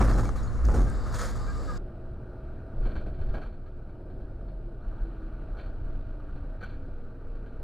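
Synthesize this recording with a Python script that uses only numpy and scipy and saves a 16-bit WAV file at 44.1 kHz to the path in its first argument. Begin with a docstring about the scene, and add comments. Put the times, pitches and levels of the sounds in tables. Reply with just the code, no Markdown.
"""Night crash, then a bus ride

Two dashboard cameras, one after the other. First a car crashes at night over its idling engine: the shell booms,
panels thud, metal crunches, debris sprays, all shaped from noise; small bits tick and trim squeaks as plain tones.
Then a bus crosses a bridge: filtered noise makes the dull road roar and the rattling panels, short low swings
make the jolts over joints. The crash overloads an off-centre input; the bus sounds dull, with false copies."""
import sys
import numpy as np
from scipy import signal
from scipy.fft import rfft, irfft, next_fast_len
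from scipy.io import wavfile
from scipy.ndimage import uniform_filter1d

SR = 44100
rng = np.random.default_rng(int(sys.argv[2]) if len(sys.argv) > 2 else 0)


def unload_audio(sound):
    """Save the sound as a 16-bit wav file, at the path given as the first command line argument."""
    columns = np.transpose(np.atleast_2d(sound))
    # keep every value between -1 and 1, then stretch to whole-number steps
    steps = np.round(np.clip(columns, -1, 1) * 32767)
    wavfile.write(sys.argv[1], SR, steps.astype(np.int16))


N = 336483
T = np.arange(N) / SR  # time of each sample [s]
CUT_S = 1.779  # the crash gives way to the bus


def amp(db):
    """Turns dB into a plain multiplier."""
    return 10 ** (np.asarray(db) / 20)


def evened(x):
    """Scales a signal to an average strength (rms) of 1."""
    return x / np.sqrt(np.mean(x ** 2) + 1e-20)


def smooth_noise(length):
    """Slowly wandering noise, averaged over this many samples, rms 1."""
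    return evened(uniform_filter1d(rng.standard_normal(N), size=length))


def column(rows, index):
    """Draws straight lines between the rows of a table, to get a value for every sample."""
    rows = np.asarray(rows, float)
    return np.interp(T, rows[:, 0], rows[:, index])


def add(mix, s, sound):
    """Mixes a sound in, starting at s seconds."""
    part = mix[max(round(s * SR), 0):][:len(sound)]
    part += sound[:len(part)]


def colour(x, points):
    """Gives noise its tone by making some pitches stronger than others; rms 1."""
    f, db = np.transpose(points)
    hz = np.fft.rfftfreq(N, 1 / SR)
    gain_db = np.interp(np.log(hz + 1), np.log(f + 1), db, -120, -120)
    return evened(irfft(rfft(x) * amp(gain_db), N))


def steady(x, share):
    """Evens out part of the chance swells of a narrow noise."""
    outline = abs(signal.hilbert(x, next_fast_len(N))[:N])
    swell = uniform_filter1d(outline, size=900)
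    return evened(x / (swell + 0.066) ** share)


def grit(per_s, spread_db, share, patchy_db):
    """Noise mixed with a share of uneven clicks, in drifting patches of time and pitch."""
    sizes = amp(spread_db * np.minimum(rng.exponential(1, N), 4))
    clicks = sizes * (rng.random(N) < per_s / SR)
    clicks = evened(clicks * rng.choice([-1, 1], N))
    x = share * clicks + (1 - share) * rng.standard_normal(N)
    z = signal.stft(x, nperseg=256, noverlap=192)[2]
    patches = uniform_filter1d(rng.standard_normal(z.shape), size=3, axis=0)  # across pitch
    patches = evened(uniform_filter1d(patches, size=20, axis=1))  # across time
    return signal.istft(z * amp(patchy_db * patches), nperseg=256, noverlap=192)[1][:N]


def whistle(rows, waver):
    """A wavering tone that follows rows of time, pitch and level, with soft edges at both ends."""
    drift = smooth_noise(300)
    inside = 1. 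* (T > rows[0][0]) * (T < rows[-1][0])
    inside = uniform_filter1d(inside, size=600)
    turns = np.cumsum(column(rows, index=1) * (1 + waver * drift)) / SR
    return np.sqrt(2) * amp(column(rows, index=2)) * inside * np.sin(2 * np.pi * turns)


def bursts(times, dbs, rise, holds, t60):
    """Loudness of bursts that rise quickly, hold, then die by 60 dB in t60 seconds."""
    out, t = np.zeros(N), T[:30000]
    for s, db, hold in np.broadcast(times, dbs, holds):
        fall_db = 60 * np.maximum(t - hold, 0) / t60
        add(out, s, amp(db - fall_db) * (1 - np.exp(-t / max(rise, 1e-5))))
    return out


# Tone of the booming car shell: (pitch [Hz], relative level per Hz [dB])
BOOM_TONE = [(7.1, 0), (12, -10.5), (33, 1.5), (54, 2), (67, -1), (86, -32), (113, -6), (130, -17.5),
             (170, -70), (290, -120)]
# Loudness of that boom: (time [s], level [dB])
BOOM_LEVEL = [(0, -17.5), (.18, -20.5), (.3, -30), (.6, -30), (.66, -20), (.84, -24.5), (.98, -30.5),
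              (1.11, -34.5), (1.15, -32), (1.2, -38.5), (1.5, -32), (1.78, -47)]


def shell_boom():
    """The big hollow shell shakes the air at low pitch: steadied low noise."""
    return amp(column(BOOM_LEVEL, index=1)) * steady(colour(rng.standard_normal(N), BOOM_TONE), 0.91)


# Blows of the crash: (time [s], hold [s], panel thud level [dB], crunch level [dB], debris spray level [dB])
BLOWS = [(0.0, 0.017, -20.5, -27.5, -42), (0.036, 0.032, -52, -38, -51), (0.078, 0.036, -32.5, -36.5, -49),
         (0.137, 0.04, -32, -47, -56), (0.176, 0.02, -36.5, -39.5, -47.5), (0.233, 0.021, -38.5, -47, -54),
         (0.269, 0.0094, -40.5, -52, -66), (0.354, 0.025, -43.5, -48, -54), (0.426, 0.016, -43, -60, -65),
         (0.642, 0.028, -33, -54, -52), (0.684, .03, -33.5, -40.5, -55.5), (0.738, 0.052, -29, -40, -50),
         (0.8, 0.03, -39, -53, -57), (0.867, 0.062, -41.5, -52, -64), (1.059, 0.025, -43, -45, -56),
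         (1.118, 0.017, -53, -49, -54), (1.139, .025, -63, -43, -45), (1.184, 0.072, -49, -40.5, -43.5),
         (1.28, .03, -63, -49.5, -56), (1.353, .015, -48, -55, -57), (1.69, 0.024, -48, -46.5, -65)]
BLOW_RISE_S = 0.0032


def blow_level(index, t60, rest_db):
    """Each blow adds a dying burst to the steady rattling that goes on between blows."""
    rows = np.transpose(BLOWS)
    return np.hypot(amp(rest_db), bursts(rows[0], rows[index], BLOW_RISE_S, rows[1], t60))


# Tone of the thudding panels: (pitch [Hz], relative level per Hz [dB])
THUD_TONE = [(59, -19), (100, 3.5), (119, -6.5), (189, -2.5), (232, -4), (376, -10), (415, -11),
             (471, -13.5), (638, -15.5), (850, -16), (1100, -56), (1870, -120)]


def thuds():
    """Struck panels thud: low gritty noise, steadied, that swells at each blow."""
    return blow_level(2, t60=0.28, rest_db=-42.5) * steady(colour(grit(300, 2.6, 0.27, 1.0), THUD_TONE), 1.0)


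# Tone of the crunching metal: (pitch [Hz], relative level per Hz [dB])
CRUNCH_TONE = [(470, 9), (800, -8), (992, 0), (1250, 6), (1420, -0.5), (1660, -4), (2080, -14.5),
               (2250, -14.5), (2440, -22), (2800, -19.5), (3640, -40), (6160, -120)]


def crunches():
    """Bending metal crunches: mid-pitched noise with a few clicks."""
    return blow_level(3, t60=0.16, rest_db=-47.5) * colour(grit(900, 3.1, 0.1, 1.0), CRUNCH_TONE)


# Tone of the flying debris: (pitch [Hz], relative level per Hz [dB])
SPRAY_TONE = [(1470, 8), (2500, -11.5), (2980, -21), (3170, -9.5), (4330, -5), (5160, -6.5), (6100, -6.5),
              (6780, -3.5), (7370, -8.5), (10000, -13), (10700, -17.5), (14500, -23.5), (15400, -24)]


def sprays():
    """Many small bits of debris hit at once: bright noise full of clicks."""
    return blow_level(4, t60=0.24, rest_db=-60.5) * colour(grit(2100, 4.7, 0.36, 1.6), SPRAY_TONE)


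# Tone of the steady sliding hiss: (pitch [Hz], relative level per Hz [dB])
SCRAPE_TONE = [(1470, -42), (2500, -71), (2930, -7), (3210, -13), (3770, 0), (4040, -3), (4740, 4),
               (5480, -5), (6140, -13), (7780, 0), (8650, -40), (10000, -17), (11000, -22), (14500, -27),
               (15400, -29)]
# Loudness of the sliding: (time [s], level [dB])
SLIDE_LEVEL = [(0, -79), (.7, -82), (.95, -60.5), (1.4, -59.5), (1.78, -56.5)]


def scrape():
    """Sliding makes a steady bright hiss, with a slight grain."""
    return amp(column(SLIDE_LEVEL, index=1)) * colour(grit(2500, 3.0, .15, 1.5), SCRAPE_TONE)


IDLE_HZ, ORDERS_DB = 39.6, [-39, -49, -49]  # firing rate [Hz]; levels at 1, 2 and 3 times it [dB]


def idle():
    """The engine hums at its firing rate and the first multiples of it."""
    out = np.zeros(N)
    for k, db in enumerate(ORDERS_DB, 1):
        out += np.sqrt(2) * amp(db) * np.sin(2 * np.pi * (k * IDLE_HZ * T + rng.random()))
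    return out


# Small hard bits striking, and a last short click just before the scene changes: (time [s], starting level
# [dB], pitch [Hz], time to fall by 60 dB [s])
TICKS = [(.0201, -41, 5650, .05), (.0202, -37, 2300, 0.069), (.0861, -51, 3600, .05),
         (0.1346, -39, 5170, .017), (.1551, -47, 4070, .05), (0.2332, -33, 1006, 0.054),
         (.2551, -49, 2290, .065), (0.292, -27, 1230, 0.023), (0.2916, -40, 6200, .01),
         (0.3847, -55, 3900, 0.12), (.4321, -51.5, 6700, 0.13), (.4751, -54, 4250, 0.089),
         (.5671, -52, 6500, .005), (0.6533, -29, 6200, .005), (0.6874, -31, 1190, 0.049),
         (.7201, -43, 6030, .005), (0.871, -40, 1200, .03), (0.9007, -41, 8440, 0.006),
         (1.3601, -53, 7000, .01), (1.5821, -50, 8000, .01), (1.7721, -47, 6650, .011)]


def ticks():
    """Each tick is a dying, slightly ragged ring; very short ones sound like broad clicks."""
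    out, t = np.zeros(N), T[:6000]
    ragged = 1 + 0.24 * smooth_noise(60)
    for s, db, hz, t60 in TICKS:
        add(out, s, amp(db - 60 * t / t60) * np.sin(2 * np.pi * hz * t))
    return out * ragged


# Low shudder of the second big blow: (time [s], pitch [Hz], level [dB])
SHUDDER = [(0.58, 49.35, -47), (0.626, 56.2, -30), (0.646, 59.7, -18), (0.722, 55.4, -27),
           (0.764, 51.2, -22.5), (0.798, 46.8, -24), (0.83, 45.8, -20), (0.98, 39, -52)]


def shudder():
    """A deep wavering tone whose pitch climbs and then sinks."""
    return whistle(SHUDDER, 0.027)


# Rubbing trim: (time [s], length [s], starting pitch [Hz], level [dB])
SQUEAKS = [(0.868, 0.055, 1603, -50.5), (1.305, 0.037, 1614, -53), (1.472, 0.034, 2350, -64),
           (1.405, 0.045, 1207, -50), (1.478, 0.047, 1620, -47), (1.483, 0.033, 1233, -49),
           (1.548, .05, 1216, -48.5), (1.677, 0.035, 1264, -42.5), (1.678, 0.087, 1636, -53),
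           (1.708, 0.047, 1200, -49)]
SQUEAK_SAG = 0.018  # share of its pitch that a squeak loses


def squeaks():
    """Rubbing trim gives short wavering tones that sag a little in pitch."""
    out = np.zeros(N)
    for s, length, hz, db in SQUEAKS:
        out += whistle([(s, hz, db), (s + length, hz * (1 - SQUEAK_SAG), db)], 0.0134)
    return out


# Tone of the booming bus floor: (pitch [Hz], relative level per Hz [dB])
FLOOR_TONE = [(4.7, -37), (8.0, -9), (22, 5), (38, -4), (50, -10.5), (64, -21), (96, -18.5), (129, -28.5),
              (150, -29.5), (200, -49), (330, -120)]
# Tone of the road roar: (pitch [Hz], relative level per Hz [dB])
ROAR_TONE = [(35, -33.5), (60, 8.5), (65, -1), (124, -1), (162, -11), (199, -9), (293, -12.5), (334, -12),
             (469, -16.5), (642, -17.5), (1080, -37.5), (1400, -78), (2380, -120)]
# Tone of the tyre hiss: (pitch [Hz], relative level per Hz [dB])
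HISS_TONE = [(560, -5), (950, -0.5), (1060, -12.5), (1140, 1.5), (1360, 1.5), (1470, 3), (1650, -4),
             (1710, -11.5), (1840, -9.5), (2020, -20.5), (2360, -14), (3620, -26.5), (4200, -18.5),
             (5200, -42), (6760, -45.5), (11400, -120)]
# Loudness in the bus: (time [s], floor boom level [dB], road roar level [dB], tyre hiss level [dB])
ROAD_LEVELS = [(1.78, -38, -42.5, -61.5), (2.1, -42, -42, -61.5), (2.66, -41, -42, -60),
               (2.78, -35.5, -39.5, -60.5), (2.95, -27, -37.5, -59), (3.15, -36.5, -40.5, -64),
               (3.46, -32, -42.5, -56.5), (3.52, -40, -46, -66), (4.06, -40.5, -43.5, -63.5),
               (4.2, -37.5, -42, -64.5), (4.76, -40, -45.5, -64.5), (4.9, -38, -43, -58.5),
               (5.3, -39.5, -43.5, -58), (5.95, -35.5, -43.5, -60.5), (6.15, -36.5, -45.5, -60),
               (6.45, -38, -43.5, -60), (6.55, -38.5, -45.5, -60), (7.2, -38.5, -45.5, -62.5),
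               (7.63, -38, -44.5, -61)]
BUMPS_PER_S, BUMPS_DB = 8, 3  # the uneven road makes the floor swell and sink (averaging rate, rms swing)


def road():
    """Three noises from the rolling wheels: deep floor boom, dull roar and patchy tyre hiss."""
    bumps = smooth_noise(round(SR / BUMPS_PER_S))
    floor_level = amp(column(ROAD_LEVELS, index=1) + BUMPS_DB * bumps)
    floor = floor_level * steady(colour(rng.standard_normal(N), FLOOR_TONE), 0.97)
    roar = amp(column(ROAD_LEVELS, index=2)) * steady(colour(grit(400, 3.4, 0.13, 1.0), ROAR_TONE), 0.45)
    hiss = amp(column(ROAD_LEVELS, index=3)) * colour(grit(1200, 8.5, 0.19, 1.7), HISS_TONE)
    return floor + roar + hiss


# Faint drive-line tones, mostly sinking as the bus brakes; one list each: (time [s], pitch [Hz], level [dB])
DRONES = [
    [(1.78, 362.7, -51.5), (2.5, 362, -56.5), (4.3, 356, -62), (5.2, 326, -55), (6.1, 296.2, -57),
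     (7.0, 266, -58.5), (7.63, 255.2, -64.5)],
    [(1.78, 645.5, -59), (3.5, 648.2, -65), (5.3, 640, -63), (7.63, 625.7, -66)],
    [(6.1, 538.5, -64), (6.4, 520, -62.5), (7.4, 455.2, -62), (7.63, 448, -62)],
    [(4.05, 40.63, -47), (4.25, 42.15, -43), (4.8, 40.86, -41.5), (5.45, 37.42, -40), (6.0, 34.93, -41),
     (6.6, 32, -45.5)],
]
DRONE_FADE_DB = 3  # rms swing as the tones come and go


def drones():
    """The turning drive line gives wavering tones that follow the table and fade at random."""
    out = np.zeros(N)
    for rows in DRONES:
        out += amp(DRONE_FADE_DB * smooth_noise(6000)) * whistle(rows, 0.025)
    return out


# Wheels over joints: (time of the strongest push [s], peak level [dB], pitch [Hz])
JOLTS = [(2.807, -24, 27.7), (2.866, -26, 27.6), (2.913, -26, 27.3), (2.973, -25.5, 42), (3.292, -23, 34.7),
         (3.36, -25, 38.2), (3.471, -27, 28.85), (4.886, -29.5, 35.3), (5.039, -20.5, 33.2),
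         (5.534, -24, 34.3)]


def jolts():
    """The floor drops and springs back: a short low swing with soft ends."""
    out, t = np.zeros(N), T[:4410] - T[2205]
    for s, db, hz in JOLTS:
        add(out, s + t[0], -amp(db) * np.cos(2 * np.pi * hz * t) * np.exp(-(1.42 * hz * t) ** 2))
    return out


# Ringing tones of the panels: (pitch [Hz], width [Hz], relative level [dB])
PANEL_MODES = [(2324, 110, -0.5), (3100, 85, -11), (3580, 68, -6.5), (4050, 60, -5.5), (4326, 71, -3.5),
               (4400, 70, -10.5)]


def panel_ring():
    """Noise passed through the few pitches at which the panels ring, rms 1."""
    f = np.fft.rfftfreq(N, 1 / SR)
    modes = sum(amp(db) / (1 + 1j * (f - hz) / width) ** 2 for hz, width, db in PANEL_MODES)
    return evened(irfft(rfft(rng.standard_normal(N)) * modes, N))


# Tone of the chattering panels: (pitch [Hz], relative level per Hz [dB])
CHATTER_TONE = [(560, -19), (950, -29), (1200, -2.5), (1390, 0), (1480, 0.5), (1640, -1.5), (1740, -20),
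                (1830, -12.5), (2020, -26.5), (2350, -22), (2860, -30), (3140, -24.5), (3750, -38.5),
                (4360, -24), (5300, -56), (6890, -70), (11700, -120)]
# Tone of the duller knock: (pitch [Hz], relative level per Hz [dB])
KNOCK_TONE = [(88, -32), (150, 0.5), (328, -5), (405, -7), (551, -3.5), (829, -12.5), (878, -16),
              (1100, -16.5), (1430, -39), (2420, -120)]
# Loose panels shaking: (time [s], chatter level [dB], knock level [dB], thin ringing treble level [dB])
RATTLES = [(2.823, -64, -62, -66), (2.85, -53, -39, -60.5), (2.891, -57, -51, -77), (2.908, -62, -54, -68),
           (2.9538, -56, -40.5, -55.5), (3.008, -63, -50, -73), (3.06, -56, -44, -69),
           (3.1348, -73, -62, -68), (3.1842, -61.5, -57, -74), (3.2125, -61, -49, -68),
           (3.285, -60.5, -49, -74), (3.3126, -73, -52, -77), (3.339, -48, -37, -58.5),
           (3.369, -55, -39.5, -76), (3.4143, -57, -52, -62.5), (3.458, -70, -47.5, -71),
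           (3.52, -70, -60, -74), (3.6594, -60, -66, -75), (3.8866, -68, -61, -75), (4.1, -70, -56, -75),
           (4.2, -72, -58, -75), (4.48, -69, -58, -72), (5.569, -72, -55, -63.5), (5.5863, -63, -46, -59),
           (5.6305, -60, -56, -74), (5.6575, -68, -51, -72), (5.854, -67, -54, -81),
           (6.3572, -68, -47.5, -72), (6.6079, -52, -49, -62), (6.6249, -51.5, -47, -60),
           (6.6594, -76, -53, -72), (6.6902, -70, -56, -65.5), (6.7294, -71, -66, -73),
           (7.3475, -63, -52, -83), (7.46, -68, -58, -71)]
RATTLE_RISE_S, RATTLE_HOLD_S, RATTLE_T60_S, TREBLE_T60_S = 0.003, 0.011, 0.13, 0.23
RING_DB, CLICK_DB = -3, 9  # panel ring and opening click, compared with the thin treble


def rattles():
    """Loose panels chatter with a knock, a click and a thin ringing treble that shakes on a little longer."""
    s, chatter_db, knock_db, treble_db = np.transpose(RATTLES)
    chatter = colour(grit(1500, 3.5, 0.41, 0.39), CHATTER_TONE)
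    knock = colour(grit(600, 2.5, .3, 1.2), KNOCK_TONE)
    thin = evened(signal.sosfiltfilt(signal.butter(3, 2000, "high", fs=SR, output="sos"), chatter))
    treble = thin + amp(RING_DB) * panel_ring()
    chatter_level = bursts(s, chatter_db, RATTLE_RISE_S, RATTLE_HOLD_S, RATTLE_T60_S)
    knock_level = bursts(s, knock_db, RATTLE_RISE_S, RATTLE_HOLD_S, RATTLE_T60_S)
    treble_level = bursts(s, treble_db, RATTLE_RISE_S, RATTLE_HOLD_S, TREBLE_T60_S)
    click_level = bursts(s + 0.0018, treble_db + CLICK_DB, 0, 0, 0.0032)
    return chatter_level * chatter + knock_level * knock + treble_level * treble + click_level * thin


# One panel sings: (start [s], end [s], pitch [Hz], level [dB])
BUZZES = [(5.576, 5.623, 1504, -59), (6.63, 6.651, 1488, -44)]


def panel_buzz():
    """A shaking panel briefly sings a wavering tone."""
    return sum(whistle([(start, hz, db), (end, hz, db)], .012) for start, end, hz, db in BUZZES)


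def scene():
    """The crash up to the cut, the duller bus after it, joined by a very short crossfade."""
    crash = shell_boom() + thuds() + crunches() + sprays() + scrape()
    crash += idle() + ticks() + shudder() + squeaks()
    bus = road() + drones() + jolts() + rattles() + panel_buzz()
    bus = signal.sosfiltfilt(signal.butter(5, 5200, fs=SR, output="sos"), bus)  # narrow band of the second camera
    share = np.clip((T - CUT_S) / .004 + .5, 0, 1)
    return np.tile((1 - share) * crash + share * bus, (2, 1))


# Strength of the clock error at 1, 2 and 3 times its repeat rate: (level [dB])
CLOCK_ERROR_DB = [-32.5, -38, -42.5]
CLOCK_HZ = 4473.6  # repeat rate of the uneven sample clock
OFFSET, CEILING = .021, .15  # input bias and overload level (full scale is 1)
SELF_NOISE_GAIN_DB = -89.5  # gain of the camera hiss
EDGE_HZ = 15550  # upper limit of the band


def record(dry):
    """Bias for the first camera, overload, uneven clock for the second; then hiss and a band limit for both."""
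    first = T < CUT_S
    biased = dry + OFFSET * first * np.array([[-1], [1]])  # opposite in the two channels
    # above the ceiling only a small part of the swing gets through
    squashed = biased / (1 + abs(biased / CEILING) ** 6) ** (1 / 6)
    clipped = .76 * squashed + .24 * biased
    # a repeating clock error copies the sound, mostly its slope, around each multiple of the rate
    late = sum(amp(db) * np.cos(2 * np.pi * k * CLOCK_HZ * T) for k, db in enumerate(CLOCK_ERROR_DB, 1))
    band = signal.sosfilt(signal.butter(2, 2300, fs=SR, output="sos"), clipped)
    slope = np.gradient(band, axis=1) * SR / CLOCK_HZ
    copies = late * (slope + 0.066 * band)
    hiss = rng.standard_normal(N) + .3 * rng.standard_normal((2, N))  # mostly shared by the channels
    hiss = signal.sosfilt(signal.butter(10, 11800, fs=SR, output="sos"), hiss)
    out = clipped + ~first * copies + amp(SELF_NOISE_GAIN_DB) * hiss
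    limit = signal.firwin(511, EDGE_HZ, window=("kaiser", 9), fs=SR)
    return signal.oaconvolve(out, limit[None], "same")


dry = scene()
out = record(dry)
unload_audio(out)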